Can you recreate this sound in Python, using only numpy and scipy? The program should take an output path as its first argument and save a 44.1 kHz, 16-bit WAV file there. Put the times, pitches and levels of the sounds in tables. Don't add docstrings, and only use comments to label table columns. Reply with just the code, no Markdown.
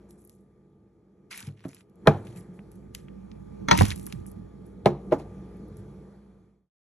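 import sys
import numpy as np
from scipy import signal
from scipy.fft import rfft, irfft, next_fast_len
from scipy.io import wavfile
from scipy.ndimage import uniform_filter1d

SR = 44100
rng = np.random.default_rng(int(sys.argv[2]) if len(sys.argv) > 2 else 0)


def gain_from_db(level_db):
    decades = np.asarray(level_db, float) / 20
    return 10 ** decades


def generate_wav(signal):
    frames = np.transpose(np.atleast_2d(signal))
    scaled = np.clip(frames, -1, 1) * 32767
    pcm = np.round(scaled).astype(np.int16)
    wavfile.write(sys.argv[1], SR, pcm)


N = 304510

# (pitch [Hz], likeness [0-1], left leads [rad], left-right [dB])
PORTS = [(60, 1, 0, 0), (300, .98, 0, -.5), (700, .8, .1, 0), (1200, .8, 0, 1), (1850, .96, .2, 0),
         (2300, .8, .4, 0), (2850, .8, 1.5, 0), (3450, .8, .7, 0), (4400, .8, 1.4, 0), (4850, .65, 3.14, 0),
         (5300, .85, 5.5, 0), (6000, .97, 6.35, 0), (6800, .87, 7.2, 0), (8000, .85, 8.4, 0),
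         (8550, 1, 9.425, 0), (9450, 1, 9.425, 0), (9900, .9, 10.3, 0), (12000, .93, 12.4, 0),
         (13700, .9, 12.6, 0), (14600, .9, 15, 0), (16000, .9, 15.7, 0)]


def unit(x):
    return x / np.sqrt(np.mean(x ** 2) + 1e-20)


def along(points, hz, axis=1):
    rows = np.transpose(points)
    return np.interp(np.log(hz + 1), np.log(rows[0]), rows[axis])


def wobble(rate):
    knots = rng.standard_normal(int(N * rate / SR) + 2)
    return np.interp(np.arange(N) * rate / SR, np.arange(len(knots)), knots)


def filtered(x, response):
    m = next_fast_len(N + SR // 8, True)
    return irfft(rfft(x, m) * response(np.fft.rfftfreq(m, 1 / SR)), m)[..., :N]


def shaped(x, spectrum):
    return filtered(x, lambda hz: gain_from_db(along(spectrum, hz)))


def coloured(x, spectrum):
    return unit(shaped(x, spectrum))


def patchy(depth_db, size):
    z = signal.stft(rng.standard_normal((2, N)), nperseg=256)[2]
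    field = uniform_filter1d(rng.standard_normal(z.shape[1:]), size=4, axis=0)
    field = uniform_filter1d(field, size=size, axis=1)
    return signal.istft(z * gain_from_db(depth_db * unit(field)), nperseg=256)[1][:, :N]


def knocks():
    # (pitch [Hz], level [dB], t60 [s])
    grinder = [(99.4, -8, 0.18), (159.1, -6.5, 0.15), (213.6, 1, 0.066), (430.3, 4.5, 0.085),
               (645, 3, 0.055), (826, -12.5, 0.16), (1043, -4.5, 0.05), (1360, 0.5, 0.04),
               (1581, -14.5, 0.072), (1900, -18, 0.027), (2404, -14.5, 0.06), (2926, -12.5, 0.013)]
    # (pitch [Hz], level [dB], t60 [s])
    cap = [(195, -16, 0.11), (287, -12.5, 0.17), (425, -9.5, 0.092), (590, -9, 0.12), (770, -8.5, 0.032),
           (934, -3.5, 0.16), (1110, -7.5, 0.023), (1357, -4.5, 0.072), (1880, -7, 0.07), (2200, 1, 0.024),
           (3350, -6, 0.041), (4170, -9.5, 0.055), (4330, -11, .05), (6060, -10.5, 0.042),
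           (6240, -8, 0.032)]
    # (pitch [Hz], level [dB], t60 [s])
    jar = [(147.6, -2, 0.14), (205, -13, 0.226), (280.5, -10.5, 0.073), (347, -7.5, 0.22), (443, 6, 0.029),
           (626, 1, 0.039), (813.4, -4.5, 0.0785), (1018, -15, 0.084), (1173, -18, 0.044),
           (1438, -13, 0.0073), (1580, -34.5, 0.026), (2174, -12.5, 0.027), (546, -3.5, .07),
           (1235, -17, 0.054)]
    # (pitch [Hz], level [dB], t60 [s])
    cabinet = [(54.4, -11.5, 0.22), (103.2, 1, 0.4), (142, 10.5, 0.18), (206, -5, 0.36), (297, -16, 0.24)]
    # (pitch [Hz], level [dB], t60 [s])
    base = [(111, -10.5, 0.11), (178, 4, 0.081), (276, 0, 0.092), (346, 2.5, 0.051), (443.4, -4, 0.036),
            (620, -0.5, .04), (951, -17.5, 0.021), (1290, -11, 0.0315)]
    # (pitch [Hz], level [dB], t60 [s])
    rim = [(138.6, -16, 0.27), (277, -12, 0.17), (362, -1, 0.06), (489, 5, 0.063), (634, 0.5, 0.054),
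           (847, -5, 0.071), (1025, -12, 0.03), (1200, -22.5, 0.14), (1473, -12.5, 0.024),
           (1690, -36, 0.044), (2230, -18, 0.031)]
    # (pitch [Hz], level [dB], t60 [s])
    heel = [(239, -6.5, 0.11), (329, -3, 0.024), (497, 4, 0.03), (757, -4.5, 0.043), (1000, -2.5, 0.044),
            (1130, -5, 0.025), (1500, -8, 0.018), (1900, -10.5, 0.03)]
    # (time [s], level [dB], rise [s], crack [dB])
    grinder_hits = [
        (2.055, -41.5, 0.0027, -58),
        (2.069, -23, 0.0014, -46.5),
        (2.0724, -6, .0012, -15),
        (2.0784, -16, 0.0014, -40),
    ]
    # (time [s], level [dB], rise [s], crack [dB])
    cap_hits = [
        (3.677, -42.5, .003, -59.5),
        (3.6849, -18, .0009, -26.5),
        (3.705, -30, .001, -39),
        (3.7113, -6, 0.00056, -16),
    ]
    # (time [s], level [dB], rise [s], crack [dB])
    jar_hits = [
        (4.85, -42, 0.0021, -57),
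        (4.8585, -7.5, 0.0008, -20.5),
        (4.8683, -14.5, .001, -38.5),
    ]
    # (time [s], level [dB], rise [s], crack [dB])
    cabinet_hits = [
        (1.473, -39, 0.001, -76),
        (2.074, -21.5, .003, -77),
        (3.713, -31, 0.0052, -72),
    ]
    # (time [s], level [dB], rise [s], crack [dB])
    base_hits = [
        (1.6504, -29, 0.002, -48),
        (1.683, -46, 0.0029, -72),
    ]
    # (time [s], level [dB], rise [s], crack [dB])
    rim_hits = [
        (5.112, -34, 0.0034, -52),
        (5.118, -16.5, 0.0029, -48),
        (5.1231, -16.5, 0.0024, -35.5),
        (5.126, -14, 0.0012, -37.5),
    ]
    # (time [s], level [dB], rise [s], crack [dB])
    heel_hits = [
        (2.0615, -20.5, 0.0033, -55),
        (3.8087, -9, 0.0002, -34.5),
    ]
    # (pitch [Hz], level [dB per Hz])
    crack_colour = [(200, -22.5), (700, 5), (2500, -2), (4000, -7.5), (7000, -22), (10500, -15),
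                    (12200, -25), (13500, -41.5), (16000, -62.5)]
    # (pitch [Hz], level [dB per Hz])
    rattle = [(60, -19), (150, 1), (400, 4), (800, -7.5), (1500, -17), (2500, -31), (5000, -34.5),
              (12000, -41), (13000, -81)]
    bodies = [(grinder, grinder_hits), (cap, cap_hits), (jar, jar_hits), (cabinet, cabinet_hits),
              (base, base_hits), (rim, rim_hits), (heel, heel_hits)]
    bend_lag_s = 0.0022
    ring, crack, shake = np.zeros((3, 2, N))
    t = np.arange(SR // 4) / SR
    crack_fall = gain_from_db(-60 * t / 0.0073) + gain_from_db(-8.0 - 60 * t / 0.063)
    for modes, hits in bodies:
        for s, db, rise, crack_db in hits:
            at = slice(round(s * SR), round(s * SR) + len(t))
            for k, (hz, level, t60) in enumerate(modes):
                wander = uniform_filter1d(rng.standard_normal(len(t)), size=24)
                drift = 0.00058 * hz ** .7 * np.cumsum(wander)
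                phase = np.pi * k + drift + [[0], [2 * np.pi * rng.random()]]
                late = np.maximum(t - bend_lag_s * np.sqrt(100 / hz), 0)
                swell = (1 - np.exp(-late / (0.55 * rise + 0.064 / hz))) ** 2
                fall = gain_from_db(db + level - 60 * t / t60)
                ring[:, at] += fall * np.sin(2 * np.pi * hz * late + phase) * swell
            crack[:, at] += gain_from_db(crack_db + 11.5) * crack_fall * rng.standard_normal((2, len(t)))
            tremble = gain_from_db(db + 3.0 - 60 * t / 0.14) * (1 - np.exp(-t / .004))
            shake[:, at] += tremble * rng.standard_normal((2, len(t)))
    return ring + shaped(crack, crack_colour) + shaped(shake, rattle)


def thumps():
    # (time [s], level [dB], pitch [Hz], t60 [s])
    pushes = [(1.432, -38.5, 201, 0.067), (1.438, -43.5, 95.5, 0.2), (1.656, -35, 135.1, 0.16),
              (2.076, -20, 62.2, 0.1), (2.079, -18.5, 101.1, 0.11), (2.259, -46.5, 195, 0.12),
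              (2.286, -39.5, 118, 0.29), (2.36, -38, 177.5, 0.21), (2.38, -42.5, 105.9, 0.21),
              (2.488, -38.5, 180.4, 0.26), (3.686, -18.5, 272.2, 0.057), (3.733, -15, 186.5, 0.12),
              (3.786, -19, 320, 0.077), (3.792, -11.5, 89.3, 0.16), (3.812, -8.5, 205, .05),
              (3.8146, -9, 100.4, 0.14), (3.83, -15.5, 45, 0.13), (3.836, -14.5, 205, 0.05),
              (3.72, -20.5, 60.64, 0.16), (3.835, -24.5, 313.1, 0.079), (3.868, -25, 115.2, .08),
              (3.882, -23.5, 84.6, 0.083), (3.926, -23, 66.8, .1), (4.135, -30, 188.6, 0.11),
              (4.157, -28.5, 125.5, 0.11), (4.19, -31, 85.65, 0.093), (4.212, -31, 91.54, 0.073),
              (4.864, -17, 195, 0.073), (4.868, -21, 142, 0.3), (5.132, -30.5, 139.3, 0.11),
              (5.634, -35.5, 190, 0.17), (5.712, -37.5, 105.4, 0.16), (5.79, -36, 104, 0.12)]
    rise_cycles = 0.16
    low, t = np.zeros((2, N)), np.arange(SR // 4) / SR
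    for s, db, hz, t60 in pushes:
        swing = np.sin(2 * np.pi * hz * t + [[0], [np.pi / 2]])
        swell = 1 - np.exp(-t * hz / rise_cycles)
        low[:, round(s * SR):][:, :len(t)] += gain_from_db(db - 60 * t / t60) * swing * swell
    return low


def ticks():
    # (pitch [Hz], width [Hz])
    bands = [(1400, 1300), (2550, 810), (4200, 1700), (6600, 2400), (10800, 2000), (14300, 2300)]
    # (time [s], level [dB], pitch [Hz], fall either side [dB per octave])
    taps = [(1.307, -58, 2550, 5), (1.3145, -42, 1900, 9), (1.3185, -40, 2200, 15),
            (1.3277, -40, 3100, 8.5), (1.3335, -45, 2600, 5), (1.342, -47, 2500, 11), (1.35, -50, 2300, 8),
            (1.383, -52, 3500, 1), (1.395, -52, 6600, 5), (1.4755, -59, 3000, 3), (1.487, -49, 2000, 13),
            (1.4274, -43.5, 3500, 10), (1.4706, -52.5, 3000, -2), (1.523, -67, 3000, 11),
            (1.5756, -56.5, 2550, 25), (1.594, -49.5, 2700, 22), (1.606, -57, 2800, 7),
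            (1.6421, -49, 1500, 15), (1.6907, -48.5, 6650, 23), (1.732, -52.5, 2500, 5),
            (1.7675, -54.5, 2400, 10.5), (1.808, -55.5, 1800, 3.5), (2.2704, -53.5, 2550, 3.5),
            (2.5918, -38.5, 1800, 33), (2.277, -51, 2300, 17), (2.3745, -52.5, 7030, 24),
            (2.9492, -33, 2455, 20), (3.084, -43.5, 1990, 22), (3.3162, -50.5, 3070, 15.5),
            (3.7892, -24.5, 3288, 4.5), (3.831, -32, 4200, 6), (3.8539, -36, 2515, -0.5),
            (3.8649, -33.5, 3405, 11), (3.8975, -37, 1400, 8.5), (3.905, -29, 3850, 11),
            (3.9148, -32.5, 3100, 8.5), (3.9205, -34.5, 3000, 6.5), (3.7293, -29, 2500, 4),
            (3.773, -38, 3000, 3), (3.7945, -35, 4500, 4), (4.024, -54.5, 6600, 20),
            (4.1251, -39.5, 6000, -0.5), (4.0715, -42, 1400, 40), (4.104, -68, 2522, 12),
            (4.125, -43, 1400, 7), (4.2588, -51, 1360, 15.5)]
    # (time [s], level [dB], fall below the top resonance [dB per octave])
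    snaps = [(0.108, -47.5, 16.5), (0.219, -56, 27), (0.25, -48, 39), (0.275, -53, 29), (.241, -62, 20),
             (0.2957, -46.5, 12.5), (.35, -62, 26), (.367, -69, 30), (0.411, -66, 24), (1.3766, -39, 4.5),
             (1.4047, -37, 7), (1.684, -55, 13), (1.747, -47.5, 10), (1.897, -65, 13.5), (1.957, -65, 15.5),
             (2.3735, -48.5, 16), (2.7172, -50.5, 13.5), (2.757, -59, 14), (2.9494, -32, 7.5),
             (3.7765, -23.5, 7), (3.8205, -30.5, 1), (3.9603, -35.5, 16.5), (3.977, -45, 11),
             (3.988, -52, 14.5), (3.9965, -42, 12), (4.012, -56, 15), (4.058, -50, 12), (4.03, -43.5, 21),
             (4.042, -48, 20.5), (4.066, -25.5, 24.5), (4.2654, -38.5, 37), (4.316, -46, 24),
             (4.665, -54.5, 31.5), (5.5697, -57.5, 30), (5.684, -62, 30), (5.77, -49.5, 19)]
    snap_hz, scatter_db = 10600, 2.5
    top_loss_db, tap_dull_db = 14.5, 12
    clicks, t = np.zeros((2, N)), np.arange(2048) / SR
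    half = len(t) // 2
    shape = gain_from_db(-60 * t / 0.0028) + gain_from_db(-8.5 - 60 * t / 0.024)
    f = np.fft.rfftfreq(2 * len(t), 1 / SR)
    bells = np.array([np.sqrt(SR / w) * np.exp(-((f - hz) / w) ** 2) for hz, w in bands])
    centres = np.transpose(bands)[0]
    for s, db, hz, fall_db in taps + [(s, db, snap_hz, fall_db) for s, db, fall_db in snaps]:
        chance_db = scatter_db * rng.standard_normal(len(centres))
        levels_db = db - fall_db * np.abs(np.log2(centres / hz)) + chance_db
        levels_db[-1] -= top_loss_db + (tap_dull_db if hz != snap_hz else 0)
        burst = shape * np.sign(rng.standard_normal((2, len(t))))
        spectrum = rfft(np.pad(burst, ((0, 0), (half, half))))
        even = spectrum / np.abs(spectrum) ** .5 * np.linalg.norm(shape) ** .5
        clicks[:, round(s * SR) - half:][:, :2 * len(t)] += irfft(even * (gain_from_db(levels_db) @ bells))
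    return gain_from_db(-1.5) * clicks


def bag():
    # (time [s], held [s], level [dB], crisp over it [dB], dying away [dB per s])
    grips = [(0.092, 0.028, -86, 22.5, 305), (0.18, 0.03, -89.5, 24, 296.5), (.25, .04, -102, 29, 300),
             (.3, 0.03, -83.5, 16, 152), (1.311, 0.028, -47, 0.5, 490), (1.358, 0.12, -53, 1, 502),
             (1.49, 0.062, -81, -4, 202), (1.57, 0.068, -69.5, -9, 403), (1.641, 0.021, -69.5, 4, 495),
             (1.685, 0.12, -64, 2, 500), (2.12, 0.13, -89.5, 23, 300), (2.25, 0.089, -63, -0.5, 249),
             (2.36, 0.034, -65.5, 8.5, 300), (2.54, 0.03, -86.5, 18, 295.5), (2.715, 0.051, -86.5, 19, 193),
             (2.96, 0.019, -62, 2.5, 256), (3.725, 0.023, -35.5, -17.5, 397), (3.745, 0.018, -44, -10, 393),
             (3.772, 0.07, -41.5, 5, 802), (3.789, 0.0051, -38.5, -6, 600), (3.85, .075, -42, 0.5, 907),
             (3.928, 0.018, -60.5, -1, 600), (3.957, 0.074, -67, 14.5, 195.5),
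             (4.067, 0.021, -69.5, 10.5, 156.5), (4.1, .03, -65, -4.5, 149), (4.266, 0.015, -81, 25, 400),
             (4.655, .045, -89, 19, 300), (5.184, 0.027, -59, -4, 400), (5.772, 0.017, -78, 12, 300)]
    # (pitch [Hz], level [dB per Hz])
    body_colour = [(400, -42), (900, -8.5), (2200, -4.5), (4000, -10), (6500, -16), (12000, -51)]
    # (pitch [Hz], level [dB per Hz])
    crisp_colour = [(2500, -42.5), (4500, -17), (6500, -7.5), (8500, 4.5), (10500, 2.5), (11700, -4.5),
                    (12300, -39), (16000, -70.5)]
    # (pitch [Hz], level [dB per Hz])
    sheen_colour = [(11500, -40.5), (12300, 0), (14000, -4.5), (14700, -25), (16000, -38)]
    rise_db_per_s, sag_db_per_s, fidget_db = 3498.5, 27.5, 1.5
    sheen_db, knee_db = -10.5, -52.5
    t, body, crisp = np.arange(N) / SR, 0, 0
    for s, held, db, crisp_db, dying in grips:
        before, after = np.maximum(s - t, 0), np.maximum(t - s - held, 0)
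        grip = gain_from_db(db - rise_db_per_s * before - sag_db_per_s * np.clip(t - s, 0, held) - dying * after)
        body, crisp = body + grip, crisp + gain_from_db(crisp_db) * grip
    snaps = (rng.random(N) < 300 / SR) * gain_from_db(6 * rng.random(N))
    grain = 2.6 + unit(signal.lfilter([1], [1, -.97], snaps))
    creases = grain * patchy(depth_db=4.0, size=3) * gain_from_db(fidget_db * wobble(45))
    sheen = gain_from_db(sheen_db) * crisp * (crisp / (crisp + gain_from_db(knee_db))) ** 3
    dull_and_crisp = body * coloured(creases, body_colour) + crisp * coloured(creases, crisp_colour)
    return dull_and_crisp + sheen * coloured(creases, sheen_colour)


def fridge():
    # (time [s], level [dB])
    hum_level = [(0.0, -51), (0.42, -58.5), (1.09, -59), (1.37, -56.5), (1.72, -60.5), (1.95, -54.5),
                 (2.12, -43.5), (2.4, -46.5), (2.9, -51), (3.61, -43.5), (4.15, -42.5), (4.5, -48),
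                 (4.83, -48), (5.07, -41.5), (5.37, -43), (5.95, -47.5)]
    # (time [s], cabinet shake re rumble [dB], extra air [dB])
    coupling = [
        (0, -8.5, 5.5),
        (.45, -13, 2),
        (1.85, -20.5, 0),
        (2.25, -17.5, 4),
        (2.95, -6.5, 1),
        (4.5, -8.5, 0.5),
        (4.9, -8, 0),
        (5.95, -8, 5),
    ]
    # (pitch [Hz], level [dB per Hz])
    rumble_colour = [(40, -42), (75, -13), (108, -3.5), (125, -18.5), (143, 1.5), (162, -13.5), (190, 4.5),
                     (215, -4.5), (250, -15), (340, -5), (385, -13.5), (425, -8.5), (480, -11.5),
                     (530, -22), (700, -28), (1200, -88)]
    # (pitch [Hz], level [dB per Hz])
    air_colour = [(300, -36.5), (500, 6), (1300, -7.5), (1900, -11.5), (2100, -13.5), (2350, -12),
                  (2800, -22), (3250, -17.5), (3450, -17.5), (3700, -21.5), (4150, -21), (4400, -17.5),
                  (4700, -21.5), (5900, -23.5), (6900, -22), (10500, -19.5), (12000, -31.5), (12600, -55)]
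    # (multiple of shaft speed, level re rumble [dB])
    orders = [(6, -11), (7, -13), (13, -32.5), (14, -24), (15, -26.5), (19, -37), (20, -25.5), (21, -28)]
    # (pitch [Hz], level [dB per Hz])
    sway = [(15, -38.5), (35, -9), (55, -0.5), (75, -12.5), (110, -42), (200, -100)]
    shaft_hz, air_db = 59.2, -19.5
    fade_from_s, fade_to_s, fade_power = 5.91, 6.705, 1.305
    t = np.arange(N) / SR
    left = np.clip((fade_to_s - t) / (fade_to_s - fade_from_s), 0, 1) ** fade_power
    pose_s, *columns = np.transpose(coupling)
    shake_db, extra_db = (np.interp(t, pose_s, column) for column in columns)
    level = gain_from_db(np.interp(t, *np.transpose(hum_level))) * left
    turn = 2 * np.pi * np.cumsum(shaft_hz * (1 + 0.00077 * wobble(1.0))) / SR
    lines = 0
    for k, db in orders:
        lines = lines + gain_from_db(db + 2.0 * wobble(4)) * np.sin(round(k) * turn + 6 * rng.random((2, 1)))
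    shaft = gain_from_db(4.0 + 1.2 * wobble(0.81)) * np.sin(turn)
    shaft = shaft + gain_from_db(-7.0) * coloured(rng.standard_normal((2, N)), sway)
    rumble = coloured(rng.standard_normal((2, N)), rumble_colour) * gain_from_db(-0.5 + 1.4 * wobble(9.6))
    air = coloured(patchy(depth_db=1.5, size=40), air_colour) * gain_from_db(air_db + extra_db + 0.4 * wobble(3.3))
    return level * (rumble + lines + air + gain_from_db(shake_db) * shaft)


def kitchen(x):
    # (pitch [Hz], t60 [s])
    room_t60 = [(100, .5), (500, 0.37), (2000, 0.38), (6000, .33), (11500, 0.28), (13000, 0.19)]
    hz, t, z = signal.stft(rng.standard_normal((2, SR // 2)), SR, nperseg=256)
    tail = signal.istft(z * gain_from_db(-60 * t / along(room_t60, hz)[:, None]), SR, nperseg=256)[1]
    delayed = np.pad(x, ((0, 0), (200, 0)))
    answer = signal.fftconvolve(delayed, tail / np.linalg.norm(tail[0]), axes=1)[:, :N]
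    z = signal.stft(answer, nperseg=256)[2]
    return signal.istft(z * np.exp(2j * np.pi * rng.random(z.shape)), nperseg=256)[1][:, :N]


def ports(pair, table):
    m = next_fast_len(N + SR // 8, True)
    hz = np.fft.rfftfreq(m, 1 / SR)
    turn = np.arccos(np.clip(along(table, hz), 0, 1)) / 2
    mid, side = rfft(pair, m) * [np.cos(turn), np.sin(turn)]
    half = np.exp(.5j * along(table, hz, axis=2)) * gain_from_db(along(table, hz, axis=3) / 2)
    return irfft(np.array([(mid + side) * half, (mid - side) / half]), m)[:, :N]


def scene():
    # (time [s], share [0-1])
    turned = [
        (0, 0),
        (2.6, 0.02),
        (3.3, 0.95),
        (4.2, 1),
        (4.95, 0),
        (6.9, 0.05),
    ]
    # (pitch [Hz], likeness [0-1], left leads [rad], left-right [dB])
    turned_ports = [(40, 0.96, 1.8, -0.5), (87.2, 1.0, 0.24, -4.5), (204.4, 0.98, 1.0, -9),
                    (320, 0.86, -3.5, -8), (506, .87, -3.0, 2), (830, 0.71, -2.5, 1.5),
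                    (1110, 0.32, -1.0, 1.5), (1600, 0.6, 0.56, 0.5)] + PORTS[4:]
    t = np.arange(N) / SR
    near = knocks() + thumps() + ticks()
    near = near + gain_from_db(-18.5) * kitchen(near) + bag()
    hum = fridge()
    share = np.interp(t, *np.transpose(turned), right=0)
    middle = (t > 2.9) & (t < 4.8)
    upright = ports(near * ~middle + hum * np.sqrt(1 - share), PORTS)
    return upright + ports(near * middle + hum * np.sqrt(share), turned_ports)


def low_pass(x):
    return signal.sosfilt(signal.butter(12, 16810, fs=SR, output="sos"), x)


def record(dry):
    # (pitch [Hz], level [dB])
    microphone = [(15, -25.5), (45, -2.5), (80, 0.5), (11500, -1.5), (13000, -10.5), (16000, -17),
                  (16700, -24.5), (16900, -70.5)]
    overloaded = dry / (1 + np.abs(dry / 0.82) ** 6) ** (1 / 6)
    mix = shaped(overloaded, microphone)
    return low_pass(mix)


dry = scene()
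out = record(dry)
generate_wav(out)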